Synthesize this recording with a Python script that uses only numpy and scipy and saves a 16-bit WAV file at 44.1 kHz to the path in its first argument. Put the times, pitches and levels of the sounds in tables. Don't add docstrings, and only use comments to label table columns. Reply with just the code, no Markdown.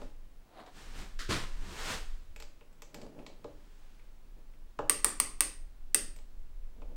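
import sys
import numpy as np
from scipy import signal
from scipy.fft import rfft, irfft, next_fast_len
from scipy.io import wavfile
from scipy.ndimage import uniform_filter1d

SR = 44100
rng = np.random.default_rng(int(sys.argv[2]) if len(sys.argv) > 2 else 0)


def to_wav(s):
    ch = np.atleast_2d(s).T
    pcm = np.round(np.clip(ch, -1, 1) * 32767)
    wavfile.write(sys.argv[1], SR, pcm.astype(np.int16))


N = 306934
TIME_S = np.arange(N) / SR

# start in seconds, level in dB, gearbox clack in dB, hollow thump in dB.
RATCHET_CLICKS = [(4.8964, -5.5, -13.5, 9.5), (5.0452, -7, -13.5, 11), (5.2005, -7.5, -14.5, 7.5),
                  (5.4067, -6.5, -20.5, 6), (5.9458, -5, -27, 8.5)]
# centre in Hz, width in Hz, lift in dB.
CHUCK_PEAKS = [(1967, 390, 9), (2660, 220, 7), (4870, 996, 5.5), (12840, 3000, 4)]
SLEEVE_HZ = 8780
# start in seconds, level in dB,
# ring of the touched spot in Hz, contact cut-off in Hz.
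TICKS = [(.017, -42.5, 3840, 6300), (.663, -41.5, 3870, 7140), (2.362, -35, 2420, 11200),
         (2.4007, -33, 4120, 11700), (2.4228, -32.5, 4840, 9200), (2.61, -45, 2730, 4100),
         (2.728, -53, 8000, 12000), (2.8205, -32.5, 6100, 11700), (2.944, -30.5, 4800, 12100),
         (3.0154, -36, 4600, 7800), (3.191, -44, 2630, 4020), (3.2643, -31, 4060, 6270),
         (3.443, -40, 3940, 6860), (3.9941, -48, 2350, 3480), (4.536, -50, 1490, 3970),
         (4.7891, -33, 2900, 6800), (6.162, -40.5, 7800, 13630), (6.188, -44, 4200, 9000),
         (6.818, -46.5, 2485, 5040)]
# centre in Hz, width in Hz, lift in dB (negative: a dip).
BIT_PEAKS = [(2295, 910, 9), (7800, 870, 6.5), (10200, 4900, -19), (12440, 1200, 6)]
# start in seconds, level in dB, contact cut-off in Hz.
KNOCKS = [(.017, -36.5, 1190), (2.612, -45.5, 890), (3.4446, -22.5, 530), (4.7902, -16.5, 1250),
          (4.8062, -27, 677), (6.819, -37.5, 886)]
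# frequency in Hz, level in dB, t60 in seconds.
HOUSING_MODES = [(296, -25.5, 0.14), (403.3, -18, 0.067), (476, -14, 0.07), (576.8, -12.5, 0.061),
                 (691, -7.5, 0.011), (831, -13, 0.044), (963.6, -11, 0.027), (1263, -5.5, 0.013),
                 (1720, -9.5, 0.0095)]
SHAKE_DB, SHAKE_CUT_HZ = -8, 1200
JOLT_DB, JOLT_CUT_HZ = -31, 800
# peak in seconds, level in dB, speeding up and slowing down in seconds.
RACK_DRAGS = [(.604, -48, 0.046, 0.035), (.685, -53, 0.025, 0.023)]
RACK_COLOUR = [(120, -35), (200, -8), (312, -3), (411, -6), (675, -2), (735, 6.5), (787, -3.5), (967, -5),
               (1090, -7), (2200, -17.5), (2480, -20.5), (4150, -18.5), (5360, -31.5), (12000, -39),
               (15600, -68), (22000, -120)]
# peak in seconds, level in dB,
# speeding up in seconds, slowing down in seconds.
GRIP_RUBS = [(.02, -47.5, 0.034, 0.039), (2.97, -53, .025, 0.055), (3.05, -48, 0.068, 0.041),
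             (3.19, -50, 0.053, 0.11), (4.385, -58, 0.017, 0.024), (6.84, -57, 0.055, 0.052),
             (6.92, -53, .02, 0.022)]
RUB_COLOUR = [(53, -61), (90, -13.5), (277, -4), (320, -8.5), (629, -9.5), (712, -19), (873, -16.5),
              (1010, -24.5), (2290, -38), (2530, -37.5), (3370, -39.5), (12000, -51), (15600, -78),
              (22000, -120)]
STROKE_POWER = 1.087
GRAZE_S, GRAZE_DB = 1.188, -42
STEP_S, SCUFF_DB, THUD_DB = 1.286, -34, -33
GRAZE_COLOUR = [(150, -5), (400, -5), (900, -17), (1200, 0), (1500, 2), (1800, 4), (2300, -6), (4000, -2.5),
                (7000, -8.5), (10000, -18.5), (16000, -30)]
SCUFF_COLOUR = [(260, -32), (450, 5.5), (936, 1.5), (1040, 9), (1150, 4), (1260, 7), (1630, 5), (4300, 0),
                (8670, -8), (16000, -28)]
THUD_COLOUR = [(30, -24), (55, -4), (90, -2.5), (190, -5.5), (240, -10), (290, -8.5), (390, -8.5),
               (480, -36), (1000, -59)]
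# peak in seconds, swish in dB, low flap in dB,
# speeding up in seconds, slowing down in seconds.
SLEEVE_STROKES = [(.03, -63.5, -69, 0.083, 0.068), (0.784, -55, -58, 0.035, 0.18),
                  (.995, -50, -49, 0.05, 0.069), (1.71, -54, -47, 0.1, 0.07),
                  (1.809, -45.5, -60, 0.055, 0.02), (1.92, -37.5, -45.5, 0.094, 0.057),
                  (3.85, -70.5, -75.5, 0.5, 0.24)]
SWISH_COLOUR = [(260, -20.5), (450, -3), (523, -6.5), (715, -7.5), (759, -1), (818, -5.5), (1810, -3.5),
                (1980, -6), (3050, -7), (8540, -14.5), (10200, -23), (14000, -26.5), (16000, -34.5)]
FLAP_COLOUR = [(60, 14), (110, 4.5), (190, 7), (360, 1.5), (600, -11.5), (1200, -7.5)]
# frequency in Hz, level in dB, t60 in seconds.
ROOM_ECHO = [(102.8, 15.5, 0.7), (421, 1.5, 0.33), (983, -3, 0.41), (2496, -3, 0.4), (5120, -2.5, 0.38),
             (7300, 1.5, .34), (8970, -7.5, 0.32), (10300, -2, .28), (12000, -6.5, 0.253),
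             (16000, -17.5, 0.3)]
# delay in seconds, level in dB.
REFLECTIONS = [(.0031, -13.5), (.0049, -15), (0.0152, -34.5)]
# time in seconds, level in dB.
RUMBLE_LEVELS = [(0.0, -46.5), (0.06, -40), (0.7, -60), (0.87, -41), (1.63, -34.5), (1.92, -47),
                 (2.02, -33), (2.69, -52), (6.9, -38.5), (6.96, -41)]
RUMBLE_COLOUR = [(14, 2), (19, 1), (28, -4), (38, -14.5), (50, -28.5), (70, -23.5), (110, -47.5)]
AIR_COLOUR = [(35, -45), (60, -5), (76, -21), (113, -14), (308, -18.5), (698, -25.5), (862, -26.5),
              (7940, -40.5), (10500, -42), (16000, -44)]
AIR_DB = -66
WHINE_HZ, WHINE_DB = 15625, -87.5
CUTOFF_HZ = 16500


def ratchet(ring_db=-16, ring_t60_s=0.0047, snap_db=3, clack_hz=1150, clack_t60_s=0.014, hollow_db=-3):
    out, t, swell_s = np.zeros(N), TIME_S[:SR // 5], 0.00066
    swell = (t / swell_s * np.exp(1 - t / swell_s)) ** 4
    ring = from_db(ring_db) * burst(t, swell_s, 0, ring_t60_s)
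    sleeve = (swell + ring) * np.sin(2 * np.pi * SLEEVE_HZ * t)
    clack_tone = burst(t, swell_s, 0, clack_t60_s) * np.sin(2 * np.pi * clack_hz * t)
    for start_s, db, clack_db, thump_db in RATCHET_CLICKS:
        snap_crack = crack(low_hz=1333, high_hz=16800, t60_s=0.0091)
        snap = from_db(snap_db) * resonate(snap_crack, CHUCK_PEAKS)
        clack = from_db(clack_db) * clack_tone
        thump = from_db(thump_db + hollow_db) * crack(low_hz=228.2, high_hz=500, t60_s=0.11)
        click = from_db(db) * (sleeve + snap + clack + thump)
        add(out, start_s, workshop(click))
    return out


def ticks(crack_db=7, spot_db=8, spot_width_hz=450):
    out = np.zeros(N)
    for start_s, db, ring_hz, contact_hz in TICKS:
        touch = from_db(db + crack_db) * crack(low_hz=800, high_hz=contact_hz, t60_s=0.022)
        spot = (ring_hz, spot_width_hz, spot_db)
        add(out, start_s, resonate(touch, BIT_PEAKS + [spot]))
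    return out


def knocks(crack_db=3):
    out = np.zeros(N)
    modes = struck(HOUSING_MODES)
    shakes = [(s, db + SHAKE_DB, SHAKE_CUT_HZ) for s, db, _, _ in TICKS]
    jolts = [(s, db + thump_db + JOLT_DB, JOLT_CUT_HZ) for s, db, _, thump_db in RATCHET_CLICKS]
    for start_s, db, contact_hz in KNOCKS + shakes + jolts:
        contact = signal.butter(2, contact_hz, fs=SR, output="sos")
        rattle = from_db(crack_db) * crack(low_hz=278.6, high_hz=6130, t60_s=0.03)
        add(out, start_s, from_db(db) * signal.sosfilt(contact, modes + rattle))
    return out


def rubbing(rack_db=-1, grip_db=-1):
    rack = strokes(RACK_DRAGS) * friction(RACK_COLOUR, slips_per_s=500, spread_db=0, smooth=1.0)
    grip = strokes(GRIP_RUBS) * friction(RUB_COLOUR, slips_per_s=360, spread_db=4.0, smooth=0.98)
    return from_db(rack_db) * rack + from_db(grip_db) * grip


def footstep():
    graze = friction(GRAZE_COLOUR, slips_per_s=7000, spread_db=-5, smooth=0.97)
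    graze *= burst(TIME_S - GRAZE_S, rise_s=0.0044, hold_s=0.025, t60_s=0.35)
    scuff = friction(SCUFF_COLOUR, slips_per_s=4600, spread_db=-3.0, smooth=0.62)
    scuff *= burst(TIME_S - STEP_S, rise_s=0.018, hold_s=0.051, t60_s=0.48)
    thud = coloured(rng.standard_normal(N), THUD_COLOUR)
    thud *= burst(TIME_S - STEP_S, rise_s=0.0086, hold_s=0.044, t60_s=0.38)
    return from_db(GRAZE_DB) * graze + from_db(SCUFF_DB) * scuff + from_db(THUD_DB) * thud


def brushing(swish_db=0.0, flap_db=-2.0):
    swish_gain = strokes([(s, db + swish_db, rise, fall) for s, db, _, rise, fall in SLEEVE_STROKES])
    flap_gain = strokes([(s, db + flap_db, rise, fall) for s, _, db, rise, fall in SLEEVE_STROKES])
    swish = swish_gain * friction(SWISH_COLOUR, slips_per_s=3300, spread_db=-2.0, smooth=1.54)
    flap = flap_gain * coloured(rng.standard_normal(N), FLAP_COLOUR)
    return swish + flap


def workshop(x, build_s=0.0004):
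    t = TIME_S[:SR * 2 // 3]
    hz = np.fft.rfftfreq(len(t), 1 / SR)
    white = rfft(rng.standard_normal(len(t)))
    centres_hz = np.linspace(10, 127, 30) ** 2
    response = np.zeros(len(t))
    for centre_hz, share in zip(centres_hz, np.eye(len(centres_hz))):
        band = irfft(white * at_hz(np.c_[centres_hz, share], hz), len(t))
        envelope = burst(t, build_s, 0, at_hz(ROOM_ECHO, centre_hz, axis=2))
        response += from_db(at_hz(ROOM_ECHO, centre_hz)) * band * envelope / np.linalg.norm(envelope)
    for delay_s, db in REFLECTIONS:
        response[round(delay_s * SR)] += from_db(db)
    response[0] += 1
    return signal.fftconvolve(x, response)[:N]


def background():
    deep = coloured(rng.standard_normal(N), RUMBLE_COLOUR)
    deep = deep / np.sqrt(uniform_filter1d(deep ** 2, size=14000))
    rumble = from_db(np.interp(TIME_S, *np.transpose(RUMBLE_LEVELS))) * deep
    air = from_db(AIR_DB) * coloured(rng.standard_normal(N), AIR_COLOUR)
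    whine = from_db(WHINE_DB) * np.sqrt(2) * np.sin(2 * np.pi * WHINE_HZ * TIME_S)
    return rumble + air + whine


def crack(low_hz, high_hz, t60_s):
    t = TIME_S[:SR // 5]
    phase = np.angle(rfft(rng.standard_normal(len(t)) * decay(t, t60_s)))
    click = irfft(np.exp(1j * phase), len(t)) * (t < t60_s)
    band = signal.butter(2, [low_hz, high_hz], "band", fs=SR, output="sos")
    return signal.sosfilt(band, click)


def resonate(x, peaks):
    for hz, width_hz, lift_db in peaks:
        b, a = signal.iirpeak(hz, hz / width_hz, fs=SR)
        x = x + (from_db(lift_db) - 1) * signal.lfilter(b, a, x)
    return x


def struck(modes):
    hz, db, t60_s = np.array(modes).T[:, :, None]
    t = TIME_S[:SR // 5]
    signs = (-1) ** np.arange(len(hz))[:, None]
    return np.sum(signs * from_db(db) * decay(t, t60_s) * np.sin(2 * np.pi * hz * t), axis=0)


def friction(spectrum, slips_per_s, spread_db, smooth):
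    sizes = from_db(spread_db * np.minimum(rng.exponential(1, N), 4))
    signs = rng.choice([-1, 1], N)
    slips = sizes * signs * (rng.random(N) < slips_per_s / SR)
    return coloured(rms_one(slips) + smooth * rng.standard_normal(N), spectrum)


def strokes(rows):
    power = 0
    for peak_s, db, rise_s, fall_s in rows:
        width_s = np.where(TIME_S < peak_s, rise_s, fall_s)
        speed = 1 / (1 + ((TIME_S - peak_s) / width_s) ** 2)
        power = power + (from_db(db) * speed ** STROKE_POWER) ** 2
    return np.sqrt(power)


def decay(age_s, t60_s):
    return np.exp(-np.log(1000) * age_s / t60_s)


def burst(age_s, rise_s, hold_s, t60_s):
    return np.clip(age_s / rise_s, 0, 1) * decay(np.maximum(age_s - hold_s, 0), t60_s)


def coloured(x, spectrum):
    size = next_fast_len(N)
    hz = np.fft.rfftfreq(size, 1 / SR) + 1
    low_hz, high_hz = spectrum[0][0], spectrum[-1][0]
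    ends = np.minimum(1, np.minimum(hz / low_hz, high_hz / hz)) ** 4
    shaped = rfft(x, size) * from_db(at_hz(spectrum, hz)) * ends
    return rms_one(irfft(shaped, size)[:N])


def at_hz(points, hz, axis=1):
    points = np.array(points)
    return np.interp(np.log(np.maximum(hz, 1)), np.log(points[:, 0]), points[:, axis])


def rms_one(x):
    return x / np.sqrt(np.mean(x ** 2) + 1e-20)


def from_db(db):
    return 10 ** (np.asarray(db) / 20)


def add(track, start_s, sound):
    start = max(round(start_s * SR), 0)
    track[start:start + len(sound)] += sound[:N - start]


def scene():
    drill = ratchet() + workshop(ticks() + knocks())
    return (drill + rubbing() + footstep() + brushing() + background())[None]


def record(dry):
    return signal.sosfilt(signal.ellip(10, 0.1, 80, CUTOFF_HZ, fs=SR, output="sos"), dry)


dry = scene()
out = record(dry)
to_wav(out)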